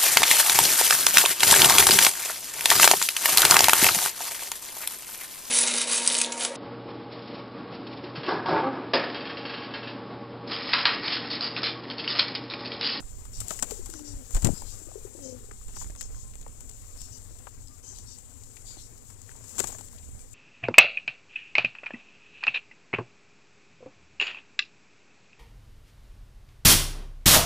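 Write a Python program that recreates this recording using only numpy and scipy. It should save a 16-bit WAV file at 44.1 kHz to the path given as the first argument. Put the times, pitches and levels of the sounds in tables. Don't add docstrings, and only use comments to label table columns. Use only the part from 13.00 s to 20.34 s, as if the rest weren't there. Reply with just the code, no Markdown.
import sys
import numpy as np
from scipy import signal
from scipy.io import wavfile

SR = 44100
rng = np.random.default_rng(int(sys.argv[2]) if len(sys.argv) > 2 else 0)


def elevation(decibels):
    levels = np.asarray(decibels, float)
    return 10 ** (levels / 20)


def dump_mix(stems):
    frames = np.atleast_2d(stems).T
    limited = np.clip(frames, -1, 1)
    pcm = np.round(limited * 32767).astype(np.int16)
    wavfile.write(sys.argv[1], SR, pcm)


N = 323694
SHORT = 6615


def rms_one(x):
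    return x / np.sqrt(np.mean(x ** 2) + 1e-20)


def in_time(rows, outside=None):
    s, *columns = np.transpose(rows)
    return [np.interp(np.arange(N) / SR, s, column, outside, outside) for column in columns]


def band(x, low_hz, high_hz, order=2):
    return signal.sosfilt(signal.butter(order, [low_hz, high_hz], "band", fs=SR, output="sos"), x)


def resonate(x, hz, width_hz):
    r = np.exp(-np.pi * width_hz / SR)
    return signal.lfilter([(1 - r * r) / 2, 0, (r * r - 1) / 2], [1, -2 * r * np.cos(2 * np.pi * hz / SR), r * r], x)


def drift(rate_hz, size=N):
    r = np.exp(-2 * np.pi * rate_hz / SR)
    settling = 9000
    noise = rng.standard_normal(size + settling)
    return rms_one(signal.lfilter([1], [1, -2 * r, r * r], noise)[settling:])


def add(out, s, sound):
    at = int(s * SR)
    out[at:at + len(sound)] += sound[:N - at]


def dying(t60, rise_s):
    t = np.arange(SHORT) / SR
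    return np.minimum(t / rise_s, 1) * elevation(-60 * t / max(t60, .004))


def shaped(noise, envelope):
    return rms_one(noise * envelope) * np.sqrt(np.mean(envelope ** 2))


def bump(centre_s, width_ms):
    return np.exp(-((np.arange(N) / SR - centre_s) * 1000 / width_ms) ** 2)


def patchy_noise(edges, levels_db, patchy_db):
    white, together, out = rng.standard_normal((2, N)), drift(23), 0
    for k, db in enumerate(levels_db):
        swell_db = patchy_db * (1.06 * together + drift(8.5))
        out = out + elevation(db + swell_db) * band(white[k % 2], edges[k], edges[k + 1])
    return rms_one(out)


def beat_swell(column, floor_db):
    # time in seconds, feather swish in dB, flutter of air in dB.
    beat_rows = [(.41, -45, -44), (.52, -39.5, -49.5), (.71, -42, -64), (1.12, -57, -46),
                 (1.35, -42.5, -45), (1.47, -57, -36), (1.76, -50, -53), (2.76, -53.5, -50),
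                 (2.815, -49, -50), (2.9, -67, -50), (4.02, -71, -66), (5.68, -55.5, -50), (6.62, -39, -47),
                 (6.71, -47, -46), (7.11, -77, -48)]
    rise_s, fall_s = 0.038, 0.053
    t, power = np.arange(N) / SR, elevation(2 * floor_db) + np.zeros(N)
    for beat in beat_rows:
        late = t - beat[0]
        power = power + elevation(2 * beat[column]) * np.exp(-(late / np.where(late < 0, rise_s, fall_s)) ** 2)
    return 10 * np.log10(power)


def yard_echo(x):
    tail = rng.standard_normal(SHORT) * dying(.3, .02)
    return signal.fftconvolve(band(x, 190, 9300), tail / np.sqrt(np.sum(tail ** 2)))[:N]


def far_cooing():
    murmur = resonate(resonate(rng.standard_normal(N), 252, 70), 252, 70)
    return elevation(-61) * rms_one(murmur) * elevation(1.5 * drift(6))


def whistles():
    # start in seconds, length in seconds, pitch in Hz, level in dB.
    whistle_rows = [
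        (3.0, .4, 1060, -63),
        (1.87, .03, 1230, -58),
        (4.68, .09, 1190, -60),
        (1.72, .05, 1190, -61),
        (7.185, .05, 2350, -63),
    ]
    out = np.zeros(N)
    for s, length, hz, db in whistle_rows:
        u = np.arange(int(length * SR)) / (length * SR)
        wavering_hz = hz + 14 * drift(60, size=len(u))
        level = elevation(db + 1.5 * drift(30, size=len(u)))
        add(out, s, level * np.sin(2 * np.pi * np.cumsum(wavering_hz) / SR) * np.sin(np.pi * u))
    return out


def chirps():
    # start in seconds,
    # length in seconds, pitch in Hz, level in dB, trill in dB.
    chirp_rows = [(0.331, 0.081, 2870, -63, -2.5), (0.912, 0.12, 2950, -64, -10),
                  (1.041, 0.104, 2900, -63.5, -0.5), (1.537, 0.097, 2550, -62, -8),
                  (1.654, 0.065, 2520, -64.5, -1), (1.69, 0.074, 2900, -63.5, -3),
                  (2.216, 0.13, 3170, -64, -2), (2.745, 0.1, 2950, -63, -3), (2.78, .075, 3500, -64, -14),
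                  (2.974, 0.11, 3268, -66, 0), (3.13, 0.14, 3290, -71, -12), (3.975, 0.13, 2740, -64, -8),
                  (4.11, 0.085, 2980, -65, -3), (4.671, 0.0091, 2550, -66, -8),
                  (4.68, 0.011, 2530, -66, -8), (4.825, 0.15, 3120, -64, -10), (4.94, 0.07, 2430, -66, -6),
                  (4.96, .09, 3040, -69, -12), (5.06, .12, 2860, -65, -1), (5.65, 0.125, 2340, -61, -20),
                  (6.715, .06, 3330, -66, -20), (5.765, .07, 2070, -63, -18), (5.79, 0.1, 2800, -69, -4)]
    out = np.zeros(N)
    for s, length, hz, db, trill_db in chirp_rows:
        trill_hz = 0.34 * hz
        u = np.arange(int(length * SR)) / (length * SR)
        arch = 1 - .05 * np.exp(-u / .2) + .025 * np.sin(np.pi * u) - .05 * u + .004 * drift(20, size=len(u))
        first_db = np.clip((hz - 3100) / 50, -8, 0) - 9
        third_db = -14 + 8.0 * (3000 - hz) / 1000
        partials = [(hz, first_db), (2 * hz, 0), (3 * hz, third_db),
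                    (2 * hz - trill_hz, trill_db), (2 * hz + trill_hz, trill_db - 15.0),
                    (2 * hz - 2 * trill_hz, trill_db - 8.0)]
        for partial_hz, share_db in partials:
            shaky_hz = partial_hz * arch + .03 * partial_hz * drift(520, size=len(u))
            rasp = elevation(3.2 * drift(140, size=len(u)))
            voice = rasp * np.sin(2 * np.pi * np.cumsum(shaky_hz) / SR)
            add(out, s, elevation(db + share_db + 9.0) * voice * np.sin(np.pi * u ** .65) ** .75)
        breath = band(rng.standard_normal(len(u)), 1.45 * hz, 2.3 * hz)
        breath_level = elevation(db + 15 + 3 * drift(250, size=len(u)))
        add(out, s, breath_level * breath * np.sin(np.pi * u ** .8))
    return out


def coos():
    # time in seconds, pitch in Hz, first partial in dB, second partial in dB.
    coo_tables = [
        [(0.91, 334, -54, -70), (0.94, 327, -56, -72), (0.965, 299, -53, -69), (1.08, 290.5, -54, -69),
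         (1.19, 277, -57, -62), (1.215, 251, -52, -52), (1.24, 245, -66, -60)],
        [(2.18, 302, -48, -55), (2.22, 280, -54, -53), (2.266, 260, -53, -45.5), (2.335, 250, -56.5, -47),
         (2.375, 244.6, -56, -57), (2.39, 230, -70, -62), (2.47, 216, -68, -64)],
    ]
    out = np.zeros(N)
    for rows in coo_tables:
        phase = 2 * np.pi * np.cumsum(in_time(rows)[0] * (1 + 0.01 * drift(50))) / SR
        first_db, second_db = in_time(rows, outside=-120)[1:]
        voice = elevation(first_db + 12.0) * np.sin(phase) + elevation(second_db + 7) * np.sin(2 * phase)
        start, end = rows[0][0], rows[-1][0]
        edge = np.interp(np.arange(N) / SR, [start, start + .04, end - .04, end], [0, 1, 1, 0])
        voice = voice * (1 + .35 * drift(140))
        out += band(voice * edge * elevation(1.5 * drift(25)), 150, 800)
    return out


def gurgles():
    # start in seconds, peak in dB, crop pitch in Hz.
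    gurgle_rows = [(.718, -40, 418), (0.792, -46.5, 354), (0.89, -49.5, 328), (1.815, -54.5, 290),
                   (1.869, -52, 320), (1.885, -55.5, 515), (1.955, -41.5, 386), (1.976, -49, 410),
                   (2.049, -43.5, 372), (2.072, -51.5, 386), (2.149, -50, 323), (2.178, -54, 310),
                   (2.15, -57, 510), (2.185, -58, 400), (2.405, -59, 390), (2.44, -60, 385),
                   (2.485, -60, 400), (5.769, -56.5, 290)]
    out, t = np.zeros(N), np.arange(SHORT) / SR
    fall = 1 + 0.18 * np.exp(-t / 0.0056)
    for s, db, hz in gurgle_rows:
        ring = np.sin(2 * np.pi * hz * np.cumsum(fall) / SR)
        add(out, s, elevation(db + 19.5) * ring * dying(0.045, 0.0037))
    return out


def rustle():
    # time in seconds, feather level in dB.
    bustle_rows = [(0.0, -52), (0.35, -52), (0.59, -48), (1.12, -50), (1.33, -50.5), (1.49, -44),
                   (1.8, -49.5), (2.6, -52), (2.82, -51.5), (3.43, -53.5), (4.05, -50), (4.6, -54),
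                   (5.72, -51.5), (6.01, -55), (6.34, -52), (6.6, -45), (7.01, -52), (7.34, -54)]
    # frequency in Hz, density in dB per Hz.
    yard_spectrum = [
        (130, -5),
        (186, -4),
        (251, -2),
        (290, -11),
        (446, 0),
        (561, -8.5),
        (648, -7),
        (2600, -17.5),
    ]
    bright_db = beat_swell(column=1, floor_db=in_time(bustle_rows)[0])
    dull_db = -62.5 + 0.74 * (bright_db - bright_db.mean())
    hiss = patchy_noise(np.geomspace(2600, 17000, 8), [-1, -1, 0.1, 0.1, 0.1, -1, -1], patchy_db=1.1)
    flicks = (rng.random(N) < 150 / SR) * elevation(0.57 * np.minimum(rng.exponential(1, N), 4))
    crackle = signal.lfilter([1], [1, -.97], flicks) * rng.standard_normal(N)
    crackle = rms_one(band(crackle, 3000, 15000))
    edges = np.geomspace(130, 2600, 14)
    hz, db = np.transpose(yard_spectrum)
    scuffle = patchy_noise(edges, np.interp(np.log(edges[:-1] * 1.17), np.log(hz), db), patchy_db=1.58)
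    return elevation(bright_db - 6.5) * (hiss + elevation(-12) * crackle) + elevation(dull_db + 6.5) * scuffle


def pecks():
    # time in seconds, peak in dB, pitch in Hz.
    peck_rows = [(.524, -44, 740), (0.591, -40, 1790), (0.6255, -30, 1130), (.507, -33, 1300),
                 (6.641, -31, 880), (6.601, -31, 1070), (6.315, -50, 1600), (6.353, -50, 800),
                 (6.748, -46, 1600), (3.428, -53, 3400), (.415, -44, 1300), (.025, -50, 1200),
                 (.253, -50, 1100), (0.9377, -40, 1330), (.938, -48, 4500), (.995, -52, 3000),
                 (1.385, -48, 700), (1.14, -54, 670), (1.62, -40.5, 840), (1.456, -35, 1850),
                 (1.489, -42, 690), (2.768, -42, 930), (2.815, -41, 900), (2.822, -45, 870),
                 (.993, -49.5, 840), (6.604, -27, 390), (1.915, -45.5, 670), (2.19, -47.5, 520),
                 (2.512, -39, 1200), (2.9, -50, 600), (2.905, -51, 1850), (2.952, -49, 1310),
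                 (3.0102, -41.5, 1770), (3.146, -52, 1200), (3.337, -51, 2200), (3.464, -41, 940),
                 (4.4, -60.5, 756), (4.47, -38, 890), (5.569, -45.5, 2400), (5.77, -51, 680),
                 (6.291, -45, 1550), (6.748, -45, 640), (6.69, -47, 490), (6.699, -43, 750),
                 (6.725, -46, 850), (1.365, -46, 1100), (1.468, -36, 950), (6.809, -46, 760),
                 (6.932, -53, 1000), (6.1, -53, 1300), (4.986, -51, 4540), (6.98, -55, 2600),
                 (6.992, -55, 2700), (6.985, -53, 4000), (7.03, -57, 2500), (.512, -34.5, 730),
                 (0.63, -33, 730), (2.514, -47, 420), (2.613, -54, 1100), (3.014, -44, 2900),
                 (3.465, -46, 420)]
    out = np.zeros(N)
    for s, db, hz in peck_rows:
        grit = rng.standard_normal(SHORT) * dying(0.025, .0016)
        strike = (np.arange(SHORT) == 40) + .22 * grit
        knock = band(resonate(strike, hz, .3 * hz), .45 * hz, 2.1 * hz)
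        add(out, s - .001, elevation(db + 8) * knock / np.abs(knock).max())
    return out


def ticks():
    # time in seconds, peak in dB.
    tick_rows = [(0.0044, -31), (2.0746, -34), (2.873, -31), (3.1094, -42), (3.4787, -31), (4.1794, -30.5),
                 (4.963, -35), (5.1014, -33), (5.1855, -27), (5.9787, -29), (6.2632, -33), (6.494, -25),
                 (6.811, -25.5), (6.929, -37), (7.33, -30)]
    out = np.zeros(N)
    for s, db in tick_rows:
        noise = band(rng.standard_normal(SHORT), 2000, 14000)
        add(out, s - .001, elevation(db - 18.0) * noise * dying(0.03, 0.00091))
    return out


def snaps():
    # time in seconds, peak in dB.
    snap_rows = [(0.2526, -39), (.3342, -32), (0.4036, -17), (0.483, -18.5), (.5070, -17), (.5921, -24),
                 (.5976, -19.5), (0.6252, -11), (0.6704, -31), (0.7085, -16), (0.8592, -28), (0.9016, -24),
                 (.9109, -31), (0.938, -21), (0.9935, -30), (1.348, -17), (1.4222, -23), (1.4247, -33),
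                 (1.4464, -9), (1.471, -12.5), (2.237, -38), (2.513, -39), (2.5157, -35), (2.8732, -31),
                 (2.9043, -32), (2.952, -32), (2.9623, -30.5), (3.01, -15), (3.0148, -19.5), (3.0283, -24),
                 (3.355, -31), (3.4127, -33), (3.4265, -38), (3.607, -31), (3.694, -29), (3.7137, -32),
                 (3.9705, -37), (3.9765, -34), (4.0075, -28), (4.0171, -22.5), (4.3898, -31.5),
                 (4.986, -28), (5.437, -41), (6.1032, -32), (6.2175, -31), (6.7845, -30), (6.4412, -35),
                 (6.588, -19), (6.5928, -10.5), (6.5988, -8.5), (6.6022, -11), (6.605, -17), (6.613, -28),
                 (6.6419, -16), (6.6724, -27), (6.81, -30), (6.8856, -34), (6.9286, -38), (7.193, -33),
                 (7.3325, -32)]
    out = np.zeros(N)
    for s, db in snap_rows:
        fizz = rng.standard_normal(SHORT) * dying(0.0076, .0001)
        click = (np.arange(SHORT) == 0) + 0.32 * fizz
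        add(out, s, elevation(db - 1.5) * band(click, 2100, 11400, order=1))
    return out


def slaps():
    # time in seconds, bright peak in dB, dull part in dB, t60 in seconds.
    slap_rows = [(.4036, -17, -52, 0.046), (.4836, -10, -63, 0.012), (.5069, -9, -32, 0.019),
                 (.591, -17, -46, 0.015), (.598, -24, -70, 0.02), (.6249, -9, -34, 0.044),
                 (.709, -14, -39, 0.031), (.8592, -25.5, -50, 0.048), (.9383, -22, -46, 0.011),
                 (.9923, -29, -52, 0.023), (1.3085, -27, -46, 0.017), (1.3463, -17, -40, 0.063),
                 (1.366, -16, -37, 0.038), (1.4212, -23.5, -46.5, 0.1), (1.4461, -12, -33.5, 0.072),
                 (1.4706, -14, -34.5, 0.022), (1.49, -28, -46, 0.0091), (2.6817, -34, -55, 0.062),
                 (2.7641, -24, -45.5, 0.027), (2.9612, -32, -51, 0.02), (3.0103, -22, -67, 0.023),
                 (3.3543, -39, -53, 0.019), (4.9853, -32, -57, 0.04), (6.554, -27, -54, 0.018),
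                 (6.582, -15, -39, 0.041), (6.588, -11, -41, .02), (6.5942, -11, -32, 0.018),
                 (6.599, -12, -33, 0.022), (6.603, -8, -29, 0.015), (6.637, -31, -41, 0.024),
                 (6.6415, -18, -32, 0.016), (6.6712, -22, -52.5, 0.14), (6.7215, -23, -48.5, 0.034),
                 (6.785, -29, -52, 0.059)]
    # time in seconds, bright peak in dB.
    brush_rows = [(0.253, -31), (0.3325, -42), (.353, -46), (0.8992, -27), (1.518, -28), (1.5414, -38),
                  (2.816, -24), (2.806, -30), (2.826, -28), (3.414, -33.5), (3.6066, -27), (3.693, -29),
                  (4.007, -38), (4.016, -30), (4.385, -35.5), (5.4363, -32), (5.5662, -31), (6.102, -35.5),
                  (6.2181, -39), (6.364, -32), (6.4412, -30), (6.482, -31), (6.8844, -36), (7.194, -40),
                  (1.62, -30), (2.047, -36), (5.806, -36), (5.62, -38)]
    body_hz = 660
    contacts = list(slap_rows) + [(s, db, db - 30, 0.036) for s, db in brush_rows]
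    out = np.zeros(N)
    for s, bright_db, dull_db, t60 in contacts:
        crack, puff, push = rng.standard_normal((3, SHORT))
        body = shaped(resonate(resonate(puff, body_hz, 400), body_hz, 4350), dying(1.64 * t60, 0.0026))
        low = elevation(-1.0) * shaped(band(push, 130, 443), dying(1.73 * t60, 0.0044))
        decay = .85 * dying(.8 * t60, .0006) + .15 * dying(3 * t60, .003)
        shiver = elevation(2.5 * drift(120, size=SHORT))
        burst = band(crack, 2400, 16400) * decay * shiver
        add(out, s - .001, elevation(bright_db - 15.5) * burst + elevation(dull_db + 5.5) * (body + low))
    return out


def knocks():
    # time in seconds, peak in dB, t60 in seconds.
    knock_rows = [
        (.003, -35.5, 0.017),
        (0.415, -37, 0.01),
        (1.345, -56, 0.036),
        (2.845, -38, 0.013),
        (2.898, -41.5, 0.013),
        (4.309, -51, 0.018),
        (4.87, -59, 0.034),
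        (7.089, -51, .015),
    ]
    out = np.zeros(N)
    for s, db, t60 in knock_rows:
        noise = rng.standard_normal(SHORT)
        edge = elevation(1.45 * (db + 51.0) - 32.5) * band(noise, 280, 1500, order=1)
        add(out, s, elevation(db + 25.0) * (band(noise, 60, 475) + edge) * dying(t60, 0.00054))
    return out


def pops():
    # time in seconds, peak in dB.
    pop_rows = [(.034, -38), (.052, -38), (.215, -40), (.281, -40), (.304, -38), (.321, -37), (.333, -40),
                (.35, -37), (.39, -33), (.416, -30.5), (.434, -35), (.956, -41), (2.748, -41), (2.782, -36),
                (2.826, -32), (2.86, -30), (2.9, -29), (2.926, -32), (2.949, -36), (2.983, -43),
                (3.008, -46), (3.233, -33), (3.253, -40), (3.325, -40), (3.344, -36), (3.357, -38),
                (3.391, -41), (3.409, -39), (3.496, -32), (3.512, -40), (3.53, -40), (3.848, -41),
                (4.112, -36), (6.957, -35), (7.036, -33), (7.062, -35), (7.074, -37), (7.091, -31),
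                (7.119, -32), (7.133, -36), (7.152, -35), (7.163, -45), (7.177, -36)]
    rise_s, fall_s, swing_hz = .0016, .008, 65
    out, t = np.zeros(N), np.arange(2646) / SR - .01
    shape = np.where(t < 0, np.exp(t / rise_s), np.cos(2 * np.pi * swing_hz * t) * np.exp(-t / fall_s))
    for s, db in pop_rows:
        add(out, s - .01, elevation(db) * band(shape, 15, 700, order=1))
    return out


def wing_blast():
    # time in seconds, eddy noise in dB.
    blast_rows = [
        (1.4, -62),
        (1.45, -36),
        (1.47, -30),
        (1.5, -40),
        (1.552, -55),
        (1.66, -55),
    ]
    # time in seconds, depth in dB, width in ms.
    eddy_rows = [(1.432, -17, 2.8), (1.446, -8.5, 1.24), (1.453, -17, 2.9), (1.4654, -13, 0.6),
                 (1.4707, -10.5, 1.03), (1.477, -16.5, 2.1), (1.482, -13.5, 0.93), (1.49, -12, 0.42),
                 (1.4912, -14, 0.52), (1.4938, -16.5, 0.74), (1.5049, -20, 1.1), (1.52, -25, 3.0),
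                 (1.532, -23, 1.2), (1.538, -24, 1)]
    pressure = elevation(-13.5) * bump(1.473, 19)
    pressure += elevation(-16) * bump(1.449, 1.2)
    for s, db, width_ms in eddy_rows:
        pressure -= elevation(db) * bump(s, width_ms)
        pressure += elevation(db - 7) * bump(s + 2.2 * width_ms / 1000, width_ms)
    turbulence = band(band(rng.standard_normal(N), 99, 274, order=1), 53, 630)
    turbulence = rms_one(turbulence) * elevation(5.5 * drift(50))
    return band(pressure, 8, 4000, order=1) + elevation(in_time(blast_rows, outside=-120)[0] + 3.0) * turbulence


def thumps():
    # time in seconds, left in dB, right in dB, swing in Hz, t60 in seconds.
    thump_rows = [
        (1.339, -13.5, -12, 28.8, 0.14),
        (1.351, -23, -26, 74, 0.072),
    ]
    out, t = np.zeros((2, N)), np.arange(SHORT) / SR
    for s, left_db, right_db, hz, t60 in thump_rows:
        swing = np.sin(2 * np.pi * hz * t) * dying(t60, 0.71 / hz)
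        add(out[0], s, elevation(left_db + 9.0) * swing)
        add(out[1], s - .003, elevation(right_db + 6.5) * swing)
    return out


def wind():
    # time in seconds, gust in dB, left minus right in dB.
    gust_rows = [(0, -32, -25), (.14, -38, -5), (.41, -35, -15), (.47, -40, 3), (.72, -34, 8),
                 (1.04, -43.5, -4), (1.18, -34.5, 5), (1.28, -49, 3), (1.47, -31, 14), (1.6, -38, 7),
                 (2.2, -46.5, -1), (2.82, -35.5, -7.5), (3.4, -37, -6), (4.5, -45, -0.5), (6.5, -46, -1.5),
                 (6.7, -41, 0), (7.1, -43, -10), (7.34, -44.5, -9)]
    gust_db, pan_db = in_time(gust_rows)
    flutter_db = beat_swell(column=2, floor_db=-49.5)
    right_db = -10 * np.log10((1 + elevation(2 * pan_db)) / 4)
    left_db = right_db + pan_db
    shared, *gusts = [rms_one(band(rng.standard_normal(N), 10, 40)) for part in range(3)]
    flutter = [rms_one(band(rng.standard_normal(N), 76, 116, order=3)) * elevation(2.5 * drift(12)) for port in range(2)]
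    lumpy_db = gust_db - 9.0 + 2.37 * drift(6.0)
    out = elevation(lumpy_db + np.array([left_db, right_db])) * (np.array(gusts) + 0.47 * shared)
    out[0] += elevation(flutter_db - 0.5) * flutter[0] + wing_blast()
    puffs = rms_one(band(rng.standard_normal(N), 78, 118, order=1)) * elevation(4.0 * drift(23))
    out[1] += elevation(.5 * (gust_db + right_db) - 43) * flutter[1]
    out[1] += elevation(gust_db + right_db - 42) * band(puffs, 40, 1700)
    return out + thumps()


def scene():
    voices = whistles() + chirps() + coos() + gurgles()
    yard = far_cooing() + voices + rustle() + pecks() + ticks() + snaps() + slaps()
    yard = yard + elevation(-10) * yard_echo(voices)
    muffled = elevation(-25) * band(yard, 100, 550)
    return np.array([yard, muffled + knocks() + pops()]) + wind()


def low_pass(x):
    return signal.sosfilt(signal.butter(12, 16660, fs=SR, output="sos"), x)


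def record(dry):
    port_hz, port_width_hz, port_db = 7428, 760, 20
    left = dry[0] + elevation(port_db) * resonate(dry[0], port_hz, port_width_hz)
    x = np.array([left, dry[1]]) + elevation(-75.5) * rng.standard_normal(dry.shape)
    x = signal.sosfilt(signal.cheby2(10, 60, 16800, fs=SR, output="sos"), x)
    return low_pass(x)


dry = scene()
out = record(dry)
dump_mix(out)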